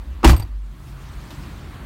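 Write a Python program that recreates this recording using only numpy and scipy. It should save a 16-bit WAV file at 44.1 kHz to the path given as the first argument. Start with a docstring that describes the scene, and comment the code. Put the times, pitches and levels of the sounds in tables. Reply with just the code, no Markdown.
"""Heard from a seat inside a car: traffic rumble, drone, tyre roar and hiss, all shaped noise, come in
through the open window over a low body hum, a wavering sine. The door is slammed: seal, latch and rebounds
crack as noise bursts and ring the panel modes. The cabin air booms as a gliding sine with its octave,
a small metal part rattles in ticks of ringing modes, the hum swells and goes on, and a few soft noise
rustles follow. The microphone overloads softly."""
import sys
import numpy as np
from scipy import signal
from scipy.fft import rfft, irfft
from scipy.io import wavfile
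from scipy.ndimage import uniform_filter1d

SR = 44100
rng = np.random.default_rng(int(sys.argv[2]) if len(sys.argv) > 2 else 0)


def master_out(mix):
    """Clip the mix to full scale and print it as 16-bit PCM to the path in sys.argv[1]."""
    frames = np.transpose(np.atleast_2d(mix))
    ceiling = np.clip(frames, -1, 1)
    pcm = np.round(ceiling * 32767).astype(np.int16)
    wavfile.write(sys.argv[1], SR, pcm)


def invert_db(level):
    """Linear amplitude ratio for a level in decibels (20 dB per decade), elementwise."""
    return 10 ** (np.asarray(level, dtype=float) / 20)


N = 81585
T = np.arange(N) / SR  # s


def evened(x):
    """Scales a signal to an rms of 1."""
    return x / np.sqrt(np.mean(x ** 2) + 1e-20)


def read(points, hz):
    """Reads a spectrum in dB at hz, straight between its points over log frequency."""
    point_hz, point_db = np.transpose(points)
    return np.interp(np.log(hz + 1), np.log(point_hz + 1), point_db)


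def add(mix, start_s, sound):
    """Mixes a sound in at its start time, cut off at the end of the mix."""
    part = mix[round(start_s * SR):][:len(sound)]
    part += sound[:len(part)]


def patchy(points, patchy_db, swell_db, size=1024):
    """Noise of a given spectrum, with drifting patches in time and pitch and a flicker shared by all pitches."""
    frames, hz = 4 * N // size + 5, np.fft.rfftfreq(size, 1 / SR)
    real, imaginary, patches = rng.standard_normal((frames, len(hz), 3)).T
    swell = evened(uniform_filter1d(rng.standard_normal(frames), size=4))
    patches = uniform_filter1d(patches, size=10, axis=0)  # over frequency
    patches = evened(uniform_filter1d(patches, size=8, axis=1))  # over time
    level_db = read(points, hz)[:, None] + patchy_db * patches + swell_db * swell
    bins = (real + 1j * imaginary) * invert_db(level_db)
    noise = signal.istft(bins, nperseg=size, noverlap=size * 3 // 4)[1]
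    return evened(noise[:N])


def burst(points, level_db, tilt_db, t60_s):
    """Coloured noise that rises in a moment and dies away exponentially; the tilt is per octave."""
    rise_s = 0.0021
    t, hz = np.arange(8192) / SR, np.fft.rfftfreq(8192, 1 / SR)
    colour = invert_db(read(points, hz) + tilt_db * np.log2((hz + 50) / 1000))
    noise = evened(irfft(rfft(rng.standard_normal(8192)) * colour))
    rise = np.minimum(t / rise_s, 1)
    return noise * rise * invert_db(level_db - 60 * t / t60_s)


def traffic():
    """Five bands of noise from the road, each with its own spectrum, flicker and course of level."""
    # course of the levels: start_s, deep_rumble_db, rumble_db, drone_db, tyre_roar_db, hiss_db
    course = [(0, -33, -44.5, -51, -51.5, -61.5), (.2, -32.5, -47, -47, -51.5, -63),
              (.45, -36.5, -45.5, -49, -53, -67), (0.602, -47, -50.5, -57.5, -60, -62.5),
              (.72, -48, -45, -51, -56, -62), (.8, -43, -40.5, -52.5, -53, -61),
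              (.89, -42, -37.5, -48.5, -52, -54.5), (0.951, -40.5, -41, -49.5, -50, -62),
              (1.02, -58, -38, -49, -49, -53), (1.1, -31, -41, -48, -48, -53.5),
              (1.3, -46, -37.5, -44.5, -47.5, -51), (1.4, -48, -36, -42.5, -47.5, -51),
              (1.47, -43, -37, -45, -45.5, -52), (1.6, -37, -40, -45.5, -47, -53),
              (1.719, -48, -38.5, -44, -45.5, -58), (1.85, -38, -39.5, -43, -44.5, -58)]
    # relative spectra, rumble and drone as the cabin colours them: pitch_hz, level_db (per Hz)
    deep_spectrum = [(15, -37), (25, -25), (40, 1.5), (50, 21.5), (62, 6.5), (80, 10), (110, -49)]
    rumble_spectrum = [(40, -15), (62, 4.5), (78, 5), (100, -2), (118, 0.5), (135, 4.5), (155, -2),
                       (175, -7.5), (220, -39.5)]
    drone_spectrum = [(140, -5), (180, -1.5), (205, 2.5), (240, -1.5), (262, -7), (285, 2), (320, -5),
                      (365, -6.5), (420, -19), (520, -64)]
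    roar_spectrum = [(210, -22), (350, -2), (467, -8.5), (572, -5), (756, -6.5), (1060, -4), (3500, -17.5),
                     (4550, -20), (7700, -120)]
    hiss_spectrum = [(1470, 2.5), (2500, 0.5), (4880, -1), (9360, -7.5), (10700, -32), (12400, -22),
                     (14500, -27), (15400, -26), (15900, -44)]
    start_s, *levels = np.transpose(course)
    layers = (
        patchy(deep_spectrum, 0, 0.41, size=4096),
        patchy(rumble_spectrum, 0.53, 0.47, size=4096),
        patchy(drone_spectrum, 1.0, 0.36, size=2048),
        patchy(roar_spectrum, 1.07, 0.19),
        patchy(hiss_spectrum, 3.0, 0.46, size=512),
    )
    return sum(invert_db(np.interp(T, start_s, level_db)) * layer for level_db, layer in zip(levels, layers))


def rustles():
    """Soft rustles in the cabin: dying bursts of noise."""
    # each rustle: start_s, level_db, t60_s
    events = [(1.012, -59, 0.059), (1.304, -39.5, 0.14), (1.411, -51, 0.046), (1.74, -48.5, 0.11)]
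    # relative spectrum of a rustle: pitch_hz, level_db (per Hz)
    spectrum = [(250, -15.5), (400, 4), (800, 3.5), (1500, -6), (2200, -5), (3000, 0), (6000, -11),
                (10000, -17), (12000, -10), (15500, -26)]
    out = np.zeros(N)
    for start_s, level_db, t60_s in events:
        add(out, start_s, burst(spectrum, level_db, 0, t60_s))
    return out


def hum():
    """A low body mode, a sine of wavering pitch and level, goes on throughout and swells after the slam."""
    # course of the hum: start_s, pitch_hz, level_db (rms)
    course = [(0, 50.7, -31), (.17, 49.06, -39), (.23, 50.12, -56), (0.468, 49.23, -57), (0.499, 49.9, -29),
              (.56, 49.2, -25.5), (.63, 49.2, -28.5), (.70, 47.6, -32), (0.779, 49.7, -46.5),
              (.88, 49.9, -35), (0.981, 46.54, -36.5), (1.05, 50.1, -38), (1.2, 48.27, -45.5),
              (1.35, 47.2, -41), (1.5, 47.8, -42), (1.85, 49.3, -42)]
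    start_s, pitch_hz, level_db = np.transpose(course)
    cycles = np.cumsum(np.interp(T, start_s, pitch_hz)) / SR + rng.random()
    return np.sqrt(2) * invert_db(np.interp(T, start_s, level_db)) * np.sin(2 * np.pi * cycles)


def rattle():
    """A loose metal part chatters: short runs of uneven touches ring the modes near one pitch most."""
    # each tick: start_s, level_db, length_s, spot_hz (the pitch that rings most)
    ticks = [(.301, -33, .022, 4630), (0.306, -34, .018, 13600), (.3645, -38, .005, 4670),
             (.3645, -33, .014, 13100), (.370, -42, .008, 8900), (0.375, -42, .012, 6200),
             (.395, -48, .010, 4160), (.396, -37.5, .010, 9700), (0.422, -40, .007, 3700),
             (0.424, -46.5, .012, 10500)]
    # modes of the metal part: pitch_hz, level_db (relative), t60_s
    metal = [(2008, -8, .02), (2794, -6, .02), (3600, -8, .02), (4660, 1, .035), (8457, 0, .025),
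             (9017, -12, .02), (10100, -22, .03), (13090, 0, .035), (14490, -13, .03)]
    fall_db_per_octave = 13  # away from the spot
    chatter = .3  # size of the later touches against the first
    out, t = np.zeros(N), T[:4000]
    hz, mode_db, t60_s = np.transpose(metal)[:, :, None]
    for start_s, level_db, length_s, spot_hz in ticks:
        near_db = -fall_db_per_octave * abs(np.log2(hz / spot_hz))
        modes = invert_db(mode_db + near_db - 60 * t / t60_s) * np.sin(2 * np.pi * hz * t)
        touches = chatter * rng.standard_normal(2000)
        touches *= rng.random(2000) < .1  # about one sample in ten is touched
        touches *= T[:2000] < length_s
        touches[0] = 1
        add(out, start_s, invert_db(level_db) * signal.fftconvolve(touches, modes.sum(0)))
    return out


def boom():
    """The cabin air is pushed down first and swings at a gliding pitch, with its octave."""
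    # course of the boom: start_s, pitch_hz, level_db (rms), octave_db (rms)
    course = [(0.2521, 56.7, -41, -45), (.259, 56.6, -7.5, -20), (0.267, 55.5, 1, -32),
              (0.301, 56.1, -14.5, -12), (0.311, 63.3, 0, -26.5), (0.323, 64.4, -17.5, -14),
              (0.341, 68.5, -5.5, -28), (0.357, 59.4, -18, -22), (.372, 56, -39, -41),
              (0.401, 54.4, -19.5, -24), (0.413, 53.65, -59, -40.5), (.435, 51.3, -23, -29.5),
              (.47, 50.4, -37, -53), (.49, 49, -43, -67)]
    start_s, pitch_hz, level_db, octave_db = np.transpose(course)
    started = T >= start_s[0]
    phase = 2 * np.pi * np.cumsum(started * np.interp(T, start_s, pitch_hz)) / SR
    peak = np.sqrt(2) * started * (T < start_s[-1])  # peak of a sine of rms 1
    swing = invert_db(np.interp(T, start_s, level_db)) * np.sin(phase)
    octave = invert_db(np.interp(T, start_s, octave_db)) * np.sin(2 * phase)
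    return -peak * (swing + octave)


def door():
    """Seal, latch and rebounds: each contact cracks, knocks the panel modes and shakes them briefly."""
    # contacts of the door: start_s, crack_db, tilt_db (brightness per octave), t60_s, panel_db
    contacts = [(.230, -24, -5, 0.089, -19), (.238, -24, -5, .1, -4), (0.2438, -8.5, -1.5, 0.13, -2),
                (0.251, -4, -9, 0.035, -13.5), (.270, -12, 2, 0.038, -11.5), (0.276, -17, 0.5, 0.17, -10.5),
                (0.294, -15.5, -0.5, 0.093, -10), (0.313, -29.5, -10.5, 0.27, -30.5),
                (.330, -24, -3, 0.11, -17.5), (0.364, -34.5, -2.5, 0.12, -38),
                (.396, -35, -1.5, 0.099, -41), (0.423, -35.5, -3.5, 0.051, -41),
                (0.446, -51.5, -1.5, 0.19, -46.5), (0.473, -50, -2, 0.057, -46),
                (.515, -61, -13, 0.061, -49), (.549, -75, -5, 0.051, -65)]
    # relative spectrum of a crack: pitch_hz, level_db (per Hz)
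    crack_spectrum = [(150, -59), (320, -12.5), (440, -22), (900, -10), (1300, -14.5), (1650, -16.5),
                      (2500, -16.5), (5150, -23), (7000, -25), (16000, -34.5)]
    # door panel modes: pitch_hz, level_db (relative), t60_s
    panel = [(80, -0.5, 0.16), (98.6, 1.5, 0.31), (169.4, 1, 0.051), (182, -1, 0.14), (235.7, -2, 0.17),
             (268, 2, 0.12), (308.4, -3.5, 0.23), (336, 1.5, .09), (552.3, -16, 0.094), (590, -10, 0.077),
             (765, -3, 0.057), (905, -3.5, 0.045), (1051, -2, 0.046), (1198, 0, 0.033),
             (1950, -14.5, 0.087), (2580, -22, .05)]
    knock_db, shake_t60_s = 20.5, 0.062  # the knock is one sample, over the start of the shake
    cracks, drive, t = np.zeros(N), np.zeros(N), T[:12000]
    for start_s, crack_db, tilt_db, t60_s, panel_db in contacts:
        add(cracks, start_s, burst(crack_spectrum, crack_db, tilt_db, t60_s))
        shake = rng.standard_normal(len(t)) * invert_db(-60 * t / shake_t60_s)
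        shake[0] = invert_db(knock_db)
        add(drive, start_s, invert_db(panel_db) * shake)
    ring = np.zeros(len(t))
    for k, (hz, mode_db, t60_s) in enumerate(panel):
        sign = (-1) ** k  # neighbouring modes start in opposite directions
        ring += sign * invert_db(mode_db - 60 * t / t60_s) * np.sin(2 * np.pi * hz * t)
    return cracks + signal.oaconvolve(drive, ring / np.linalg.norm(ring))[:N]


def scene():
    """Everything as it sums at the seat, in one channel."""
    return (traffic() + rustles() + hum() + rattle() + boom() + door())[None]


def low_pass(x):
    """Removes everything above the highest recorded frequency."""
    return signal.sosfilt(signal.butter(12, 16510, fs=SR, output="sos"), x)


def record(dry):
    """The microphone cuts the lowest bass, overloads softly towards a ceiling and is limited in treble."""
    low_cut_hz, edge_hz = 24, 16100
    ceiling, knee = 1.02, 3.5  # a higher knee bends later and more sharply
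    x = signal.lfilter(*signal.butter(2, low_cut_hz, "high", fs=SR), dry)
    x = x / (1 + abs(x / ceiling) ** knee) ** (1 / knee)
    treble_limit = signal.firwin(511, edge_hz, window=("kaiser", 9), fs=SR)
    mix = signal.oaconvolve(x, treble_limit[None], "same")
    return low_pass(mix)


dry = scene()
out = record(dry)
master_out(out)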